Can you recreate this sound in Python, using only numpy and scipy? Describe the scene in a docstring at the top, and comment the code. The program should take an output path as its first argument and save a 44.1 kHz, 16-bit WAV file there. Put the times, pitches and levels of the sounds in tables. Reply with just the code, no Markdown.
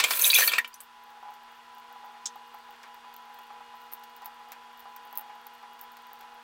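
"""Boiled eggs are handled over a sink and then peeled by hand in a quiet kitchen.
First water splashes in a steel strainer: hiss and grains, ringing bubbles and smacks on the steel.
Then shell cracks in thin bright snaps of click and fizz, fingers knock softly on low ringing modes,
and one drop falls with steady and gliding rings. Behind it all a refrigerator hums in wavering tones
and air noise, while something hollow drones near 833 Hz and swells when the hands knock."""
import sys
import numpy as np
from scipy import signal
from scipy.fft import rfft, irfft
from scipy.io import wavfile
from scipy.ndimage import uniform_filter1d

SR = 44100
rng = np.random.default_rng(int(sys.argv[2]) if len(sys.argv) > 2 else 0)


def pcm_store(signal):
    """Save signal as 16-bit PCM."""
    levels = np.round(np.clip(np.atleast_2d(signal), -1, 1) * 32767)
    wavfile.write(sys.argv[1], SR, levels.astype(np.int16).T)


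N = 283563

# The course of the splash. Each row: time in seconds, slosh level in dB, spray level in dB.
SPLASH_COURSE = [(0.0, -33.5, -57), (0.106, -39.5, -34.5), (0.248, -36.5, -30), (0.29, -36.5, -28),
                 (0.335, -42, -34), (0.35, -38.5, -24.5), (0.4, -26, -29), (0.46, -37, -28),
                 (0.516, -36.5, -44), (0.582, -39, -54), (0.66, -92, -76)]
# Soft knocks of fingers and egg. Each row: start in seconds, level in dB, level of the scuff in dB.
FINGER_KNOCKS = [(1.228, -31, -17), (1.283, -34, -16), (1.32, -45, -13), (1.478, -40, -4), (1.77, -39, -18),
                 (1.957, -34.5, -20), (2.042, -34, -19), (2.148, -42, -18), (2.357, -30, -30),
                 (2.543, -31.5, -19), (2.688, -35, -23), (2.734, -42.5, -1.5), (2.833, -45.5, 7.5),
                 (3.044, -34.5, -15), (3.3, -39, -8), (3.387, -36, -21), (3.504, -33.5, -10.5),
                 (3.606, -33, -18), (3.737, -36, -13), (3.924, -39.5, -10), (4.037, -41, -11.5),
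                 (4.222, -33.5, -11), (4.257, -34, -24), (4.403, -39, -10), (4.52, -36.5, -3),
                 (4.856, -30, -21), (5.05, -39.5, -17), (5.128, -35.5, -15), (5.177, -37, -9),
                 (5.209, -38, -7), (5.296, -36, -7.5), (5.459, -42, -10.5), (5.628, -37.5, -8),
                 (5.815, -41, -17), (6.202, -40, -3)]


def amp(db):
    """dB to gain."""
    return 10 ** (np.asarray(db) / 20)


def evened(x):
    """Scales to rms 1."""
    return x / np.sqrt(np.mean(x ** 2) + 1e-20)


def curve(rows, column=1):
    """Draws a table column as a line over all samples."""
    rows = np.array(rows)
    return np.interp(np.arange(N) / SR, rows[:, 0], rows[:, column])


def coloured(x, points):
    """Filters x by a spectrum of (Hz, dB) points."""
    hz, db = np.transpose(points)
    f = np.fft.rfftfreq(len(x), 1 / SR)
    gain = amp(np.interp(np.log(f + 1), np.log(hz + 1), db))
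    return irfft(rfft(x) * gain, len(x))


def band(x, lo_hz, hi_hz):
    """Band-pass."""
    return signal.sosfilt(signal.butter(2, [lo_hz, hi_hz], "band", fs=SR, output="sos"), x)


def add(mix, s, sound):
    """Mixes a sound in at second s."""
    part = mix[round(s * SR):][:len(sound)]
    part += sound[:len(part)]


def clicks(per_s, spread_db):
    """A sparse random train of clicks, a few of them large."""
    size = amp(spread_db * np.minimum(rng.exponential(1, N), 4)) * rng.choice([-1., 1.], N)
    return size * (rng.random(N) < per_s / SR)


def wander(span):
    """Slow random motion of rms 1: noise averaged twice over span samples."""
    return evened(uniform_filter1d(uniform_filter1d(rng.standard_normal(N), span), span))


def attack(t, rise_s):
    """A smooth onset that nears 1 with time constant rise_s."""
    return 1 - np.exp(-t / rise_s)


def modes(rows, t):
    """Sums decaying sines, one per (Hz, dB, t60 s) row: the ring of a struck body."""
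    return sum(amp(db - 60 * t / t60) * np.sin(2 * np.pi * hz * t) for hz, db, t60 in rows)


def echoed(x, wet_db, t60):
    """Close walls throw back a short scatter of echoes, which roughens every ring."""
    taps = np.zeros(3000)
    at = np.arange(60, 2960, 40) + rng.integers(0, 40, 73)
    taps[at] = rng.choice([-1., 1.], len(at)) * amp(-60 * at / SR / t60)
    taps *= amp(wet_db) / np.linalg.norm(taps)
    taps[0] = 1  # direct sound
    return signal.oaconvolve(x, taps)[:N]


def fridge_air(level):
    """Air noise: coloured random hiss with hollows and humps in its spectrum."""
    # Colour of the air. Each row: frequency in Hz, relative level in dB.
    air_colour = [(12, -62), (20, -20), (179, -30.5), (237, -23), (289, -27.5), (479, -18), (599, -47),
                  (816, -5.5), (913, -9), (994, -7), (1240, -8.5), (2810, -13.5), (7100, -29),
                  (15200, -37.5), (16500, -57)]
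    # Hollows and humps. Each row: centre in Hz, width in Hz, gain in dB.
    dips = [(1270, 20, -5.5), (2280, 390, -3.5), (2650, 38, -2), (3000, 80, -2), (3500, 270, 2),
            (3900, 100, -1.5)]
    f = np.fft.rfftfreq(N, 1 / SR)
    hollow = amp(sum(db * np.exp(-((f - hz) / width) ** 2) for hz, width, db in dips))
    air = irfft(rfft(coloured(rng.standard_normal(N), air_colour)) * hollow, N)
    return air * level / np.std(band(air, 1100, 6000))


def fridge_tones(t, level):
    """Motor tones: sines whose strength and phase waver at random and follow the air level."""
    # Each row: frequency in Hz, level in dB.
    hum = [(236.9, -71), (331.5, -87), (414.3, -78.5), (479.6, -70), (662.5, -78.5), (688.5, -72),
           (947.5, -69), (960, -68), (994, -55.5), (1041.7, -67.5), (1325.4, -68), (1377, -76.5),
           (1440.6, -70.5), (1666.2, -75), (1922, -73), (2498, -74), (2842, -78.5), (2880.7, -70),
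           (3316.8, -73), (4231, -78), (4715, -79)]
    tones = 0
    for hz, db in hum:
        swing, slip = wander(2000), wander(2000)
        depth = min(hz / 480, 1) ** 3  # low tones are steadier
        phase = 2 * np.pi * (hz * t + rng.random()) + .55 * depth * slip
        tones = tones + amp(db + 3) * (1 + .33 * depth * swing) * np.sin(phase)
    return tones * (level / level.mean()) ** 3.2


def fridge():
    """The refrigerator: air noise and wavering motor tones."""
    # Each row: time in seconds, level of the air in dB.
    air_level = [(0.6, -55.5), (0.73, -59), (1.04, -58), (1.96, -57), (6.43, -57)]
    t, level = np.arange(N) / SR, amp(curve(air_level))
    return fridge_air(level) + fridge_tones(t, level)


def hollow_drone():
    """Handling shakes something hollow: a sine in narrow noise swells at random and with each knock."""
    # Slow level of the drone. Each row: time in seconds, level in dB.
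    drone_level = [(0.6, -66), (0.9, -63), (1.2, -51), (1.6, -57), (1.8, -53), (2.2, -52), (2.3, -56),
                   (6.0, -53), (6.43, -51)]
    drone_hz, swell_s, swell_db = 833.3, 0.028, 3.5
    lift_s, lift_db = 0.02, 6  # time to the peak, and its height for a usual knock
    lift_per_db, usual_knock_db = 0.5, -32
    t = np.arange(N) / SR
    drone = np.sin(2 * np.pi * drone_hz * t) + 0.3 * evened(band(rng.standard_normal(N), 760, 860))
    swell = wander(max(round(swell_s * SR), 1))
    lift, u = np.zeros(N), t[:8000] / lift_s
    for s, db, _ in FINGER_KNOCKS:
        height_db = lift_db + lift_per_db * (db - usual_knock_db)
        add(lift, s, height_db * u * np.exp(1 - u))
    # a dull rustle swells with the drone
    flutter = amp(-16) * evened(band(rng.standard_normal(N), 450, 1600))
    drone_db = curve(drone_level) + swell_db * np.minimum(swell, 1.3) + np.minimum(lift, 13)
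    return amp(drone_db) * (drone + flutter)


def drip():
    """A drop's bubbles ring: one steady, one gliding up, one late; the sink adds a fizzy tail."""
    # Each row: start in seconds, level in dB.
    drops = [(2.2565, -20)]
    out, t = np.zeros(N), np.arange(5000) / SR
    steady = np.sin(2 * np.pi * 5550 * t) * amp(1 - 60 * t / .032)
    rising = np.sin(2 * np.pi * (5300 * t + 210000 * t ** 2)) * amp(4 - 60 * abs(t - .004) / .016)
    late = np.sin(2 * np.pi * 6300 * t) * amp(-3 - 60 * abs(t - .014) / .015)
    tail = evened(band(rng.standard_normal(len(t)), 3220, 6500)) * amp(-8 - 60 * t / 0.082)
    start_s, db = drops[0]
    add(out, start_s, amp(db - 8.5) * (steady + rising + late + tail) * attack(t, 0.00011))
    return echoed(out, -1.5, 0.053)


def knocks():
    """A soft push rings the low modes of counter and bowl, under a dull scuff of decaying noise."""
    # Modes of counter and bowl. 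Each row: frequency in Hz, relative level in dB, t60 in seconds.
    body = [(519, -21, 0.021), (720, -26, 0.015), (833, 4, 0.055), (1000.5, 1, 0.092), (1144, 8.5, 0.014)]
    out, t = np.zeros(N), np.arange(6000) / SR
    ring = modes(body, t)
    for s, db, scuff_db in FINGER_KNOCKS:
        noise = evened(band(rng.standard_normal(len(t)), 670, 2360))
        scuff = amp(scuff_db - 60 * t / 0.19) * noise
        add(out, s, amp(db - 8.5) * (ring + scuff) * attack(t, 0.0015))
    return out


def shell():
    """Each snap is a sharp click and a brief fizz of splinters; faint snaps and crackle are random."""
    # Each row: start in seconds, level in dB, relative level of the dull part in dB.
    snaps = np.array([(1.307, -46, -21), (1.339, -43, -14), (1.7496, -49, -17), (1.9277, -46.5, -33),
                      (2.2582, -46, -2), (2.3579, -47, -16), (2.4753, -48, -26), (2.5447, -40.5, -20),
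                      (2.7074, -47.5, -12), (2.8317, -49, 1.5), (2.945, -47, -13), (3.1404, -40, -13),
                      (3.1647, -39, -16), (3.3443, -40.5, -18), (3.3892, -43.5, -13.5), (3.9189, -42, -24),
                      (3.9242, -38.5, -11), (3.9275, -30.5, -36), (3.9362, -24.5, -33), (3.938, -34, -30),
                      (3.9435, -36, -29), (4.0365, -43.5, -6.5), (4.0402, -41, -18), (4.1654, -38.5, -18),
                      (4.2197, -49, -5), (4.2458, -38, -23), (4.2588, -26, -23), (4.5197, -30.5, -11),
                      (4.5317, -46, -6.5), (4.7954, -39, -19), (4.805, -43, -39), (4.964, -37.5, -11.5),
                      (5.0532, -46, -34), (5.1106, -47, -35), (5.1282, -36.5, -24), (5.1565, -32, -22),
                      (5.175, -17, -34), (5.1846, -24, -41), (5.1974, -40, -35), (5.2118, -34, -30),
                      (5.4681, -33.5, -20), (5.7342, -46, -36.5), (5.7925, -46, -8), (5.813, -29.5, -23),
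                      (5.8396, -42, -25), (5.9192, -42, -35), (5.9692, -45, -5.5), (6.133, -38, -23),
                      (6.2095, -41, -12)])
    # Colour of a snap. Each row: frequency in Hz, gain in dB.
    shell_colour = [(3000, -45.5), (8000, -30), (10500, -17), (12000, -5), (13500, -2), (15500, -1.5),
                    (16000, 1), (16400, -9.5)]
    after_s, after_db, after_spread_db = (0.0027, 0.024), -10.5, 13
    peel_start_s, faint_db, faint_spread_db = 1.0, -52, 3
    faint_dull_db, crackle_db = (-35, -9), -77
    bright, dull, t = np.zeros(N), np.zeros(N), np.arange(2000) / SR

    # two smaller cracks run on from every listed snap
    luck = rng.random((len(snaps), 2, 2))
    after = []
    for k in (0, 1):
        delay_s = np.interp(luck[:, k, 0], (0, 1), after_s)
        change_db = after_db - after_spread_db * luck[:, k, 1]
        after.append(snaps + np.c_[delay_s, change_db, np.zeros(len(snaps))])
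    low = (peel_start_s, faint_db - faint_spread_db, faint_dull_db[0])
    high = (N / SR, faint_db + faint_spread_db, faint_dull_db[1])
    faint = rng.uniform(low, high, size=(55, 3))

    for s, db, dull_db in np.vstack([snaps, *after, faint]):
        noise = rng.standard_normal((3, len(t)))
        fizz = amp(-19.0 - 60 * t / 0.034) * noise[0]
        snap = fizz + amp(-2.5 - 60 * t / 0.0019) * noise[2]
        snap[0] += 1  # the click
        add(bright, s, amp(db + 13) * snap)
        add(dull, s, amp(db + dull_db + 5 - 60 * t / 0.037) * noise[1])
    crackle = coloured(evened(clicks(300, 5.6)) + rng.standard_normal(N), shell_colour)
    return coloured(bright, shell_colour) + band(dull, 860, 6800) + amp(crackle_db) * evened(crackle)


def bubbles(lo_hz, hi_hz, per_s, t60):
    """Dense water grains: random short rings at eight pitches."""
    t = np.arange(900) / SR
    grains = 0
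    for hz in np.geomspace(lo_hz, hi_hz, num=8):
        ring = np.sin(2 * np.pi * hz * t) * amp(-60 * t / t60)
        grains = grains + signal.oaconvolve(clicks(per_s, 4.625), ring)[:N]
    return evened(grains)


def water(steel):
    """Hiss and grains in a low slosh and a high spray; the slosh keeps the strainer ringing."""
    # Colours of the two layers. Each row: frequency in Hz, relative level in dB.
    slosh_colour = [(35, -71), (60, -38.5), (284, -27.5), (504, -2.5), (895, -20), (991, -9.5), (1620, -2),
                    (1990, -9.5), (2390, 3), (2990, -6), (4420, -3.5), (5770, -20.5), (8000, -7),
                    (10400, -38.5), (17600, -120)]
    spray_colour = [(3530, -31), (6000, -2.5), (6930, -6.5), (11700, 0.5), (15200, 8.5), (16200, -11),
                    (16500, -35.5)]
    on = np.clip((SPLASH_COURSE[-1][0] - np.arange(N) / SR) / 0.015, 0, 1)  # fades out at the last row
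    gusts = amp(1.7 * wander(250))  # water arrives in gulps
    ringing = evened(signal.oaconvolve(clicks(250, 5.), steel)[:N])
    slosh = evened(coloured(rng.standard_normal(N), slosh_colour))
    slosh += amp(-9) * bubbles(1100, 6500, 30, .03) + amp(-9) * ringing
    spray = evened(coloured(rng.standard_normal(N), spray_colour))
    spray += amp(-8) * bubbles(8000, 15500, 150, 0.008)
    spray += amp(-7) * evened(coloured(clicks(500, 5.46), spray_colour))
    slosh_gain, spray_gain = amp(curve(SPLASH_COURSE)), amp(curve(SPLASH_COURSE, column=2))
    return on * gusts * (slosh_gain * slosh + spray_gain * spray)


def pings(t):
    """Bubbles ring as sines that climb while they decay; tiny drops spit in fuzzier, shorter rings."""
    # Bubbles and drops. Each row: start in seconds, level in dB, starting pitch in Hz.
    listed = [(0.039, -13, 2177), (0.04, -9.5, 7260), (0.0398, -16, 3130), (0.046, -21, 2370),
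              (0.1076, -20, 4400), (0.1347, -22, 3380), (0.1938, -20, 14400), (0.194, -24.5, 4100),
              (0.215, -12, 6300), (0.2211, -15, 11900), (0.2388, -15, 11800), (0.2434, -10, 3660),
              (0.252, -12.5, 6200), (0.2516, -19, 2460), (0.2625, -17.5, 13300), (0.2768, -20.5, 10600),
              (0.3012, -7, 3810), (0.3055, -13, 4540), (0.3166, -26, 15000), (0.317, -27, 10100),
              (0.3316, -10.5, 2475), (0.3389, -14.5, 4330), (0.3449, -12, 6100), (0.339, -18, 6400),
              (0.3448, -17, 11500), (0.3534, -15.5, 6530), (0.351, -11, 3370), (0.3617, -21.5, 13380),
              (0.3836, -25.5, 11750), (0.357, -13.5, 2336), (0.3664, -14.5, 3750), (0.3752, -16.5, 2550),
              (0.3835, -26.5, 1450), (0.3859, -15, 6000), (0.398, -11, 6000), (0.418, -15, 4360),
              (0.4214, -16.5, 1726), (0.4376, -17.5, 2940), (0.4403, -44, 12650), (0.4752, -15.5, 12300),
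              (0.477, -11.5, 4340), (0.493, -21, 3260), (0.5366, -16.5, 2485), (0.5557, -21.5, 2460),
              (0.5828, -22, 2394), (0.5857, -16, 1783), (0.647, -30, 2870), (0.6767, -42.5, 14100),
              (0.732, -44.5, 4780), (0.7417, -37, 5900), (0.757, -51, 9400), (0.8041, -39.5, 9500),
              (0.8087, -44, 13100), (0.835, -50, 14100)]
    ring_cycles = 78  # a larger bubble dies 60 dB in so many cycles of its starting pitch
    climb_per_s = 10.94  # rise of pitch per second, as a fraction of the starting pitch
    # random tiny drops at the height of the spray
    spit_span_s, spit_hz, spit_over_spray_db, spit_spread_db = (0.092, 0.46), (9870, 15500), -2, 9.5
    low = (spit_span_s[0], -spit_spread_db, spit_hz[0])
    high = (spit_span_s[1], spit_spread_db, spit_hz[1])
    spits = rng.uniform(low, high, size=(30, 3))
    spray_db = curve(SPLASH_COURSE, column=2)
    spits[:, 1] += spit_over_spray_db + spray_db[(spits[:, 0] * SR).astype(int)]

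    drops, tick_t = np.zeros(N), t[:400]
    for s, db, hz in [*listed, *spits]:
        tiny = hz > 8000  # tiny drops spit, larger bubbles ring
        width, t60, fuzz_db = (.2, .011, 5) if tiny else (.06, ring_cycles / hz, -8)
        edges = (1 - width) * hz, (1 + width) * hz
        fuzz = amp(fuzz_db) * evened(band(band(rng.standard_normal(len(t)), *edges), *edges))
        ring = np.sin(2 * np.pi * hz * (t + climb_per_s / 2 * t ** 2))
        add(drops, s, amp(db - 60 * t / t60) * (ring + fuzz) * attack(t, 0.00032))
        # the tick of impact
        tick = evened(band(rng.standard_normal(400), 0.577 * hz, min(1.5 * hz, 16000)))
        add(drops, s, amp(db - 7.5 - 60 * tick_t / 0.00563) * tick)
    return echoed(drops, -3, 0.082)


def smacks(t, steel):
    """Water smacks the strainer: dull and bright noise bursts, the steel's ring and a low thump."""
    # Each row: start in seconds, level in dB, then relative levels in dB of ring, dull and bright part.
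    hits = [(0.0004, -6, -2, -8.5, -15.5), (0.0385, -4.5, -26, -11.5, -14.5), (0.108, -9, -1.5, -8.5, -11),
            (0.1341, -17.5, 0, -8.5, -16), (0.1905, -31, -12, -13, -12), (0.2531, -23, -11, -9, 7.5),
            (0.2638, -19.5, -2.5, -8.5, 6), (0.3435, -31, -12, -24, -14), (0.3853, -4.5, -4, -14.5, -15.5),
            (0.4173, -19, -27.5, -20, -17), (0.4793, -9, 2.5, -22.5, -24), (0.518, -21, 10, -24, -7.5),
            (0.5343, -13, 3, -7, -36), (0.5825, -15, 12.5, -11.5, -9), (0.6455, -27, 7.5, -12.5, -24),
            (0.675, -34.5, -2, -30, -9.5), (0.74, -39, -20, -13, -3), (0.803, -36.5, -25, -10, -13)]
    out, low = np.zeros((2, N))
    for s, db, ring_db, dull_db, bright_db in hits:
        noise = rng.standard_normal((3, len(t)))
        dull = amp(dull_db - 5 - 60 * t / 0.084) * evened(band(noise[0], 600, 5200))
        bright = amp(bright_db + 0.5 - 60 * t / 0.04) * evened(band(noise[1], 7100, 16000))
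        bright *= attack(t, 0.0019)
        thump = amp(dull_db - 33 - 60 * t / 0.069) * evened(band(noise[2], 40, 440))
        ring = amp(ring_db - 15) * steel
        add(out, s, amp(db) * (dull + bright + ring) * attack(t, 0.00013))
        add(low, s, amp(db) * thump * attack(t, .004))
    return out, low


def splash():
    """Water in the strainer: layers, pings and smacks lose their lows; the thumps keep theirs."""
    # Modes of the strainer. Each row: frequency in Hz, relative level in dB, t60 in seconds.
    strainer = [(1402, 0.5, 0.02), (1822, -6, 0.087), (2340, 3.5, 0.043), (2636, -1.5, 0.036),
                (3620, -11.5, 0.076), (4450, -5.5, 0.017), (6750, -28, .06)]
    t = np.arange(5000) / SR
    steel = modes(strainer, t)
    hits, thumps = smacks(t, steel)
    out = water(steel) + pings(t) + hits
    return signal.sosfilt(signal.butter(2, 350, "high", fs=SR, output="sos"), out) + thumps


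def scene():
    """All sources, one channel."""
    return (fridge() + hollow_drone() + drip() + knocks() + shell() + splash())[None]


def record(dry):
    """The band limit: a steep low-pass."""
    edge_hz = 16050
    lowpass = signal.firwin(255, edge_hz, window=("kaiser", 9), fs=SR)
    return signal.oaconvolve(dry, lowpass[None], "same")


dry = scene()
out = record(dry)
pcm_store(out)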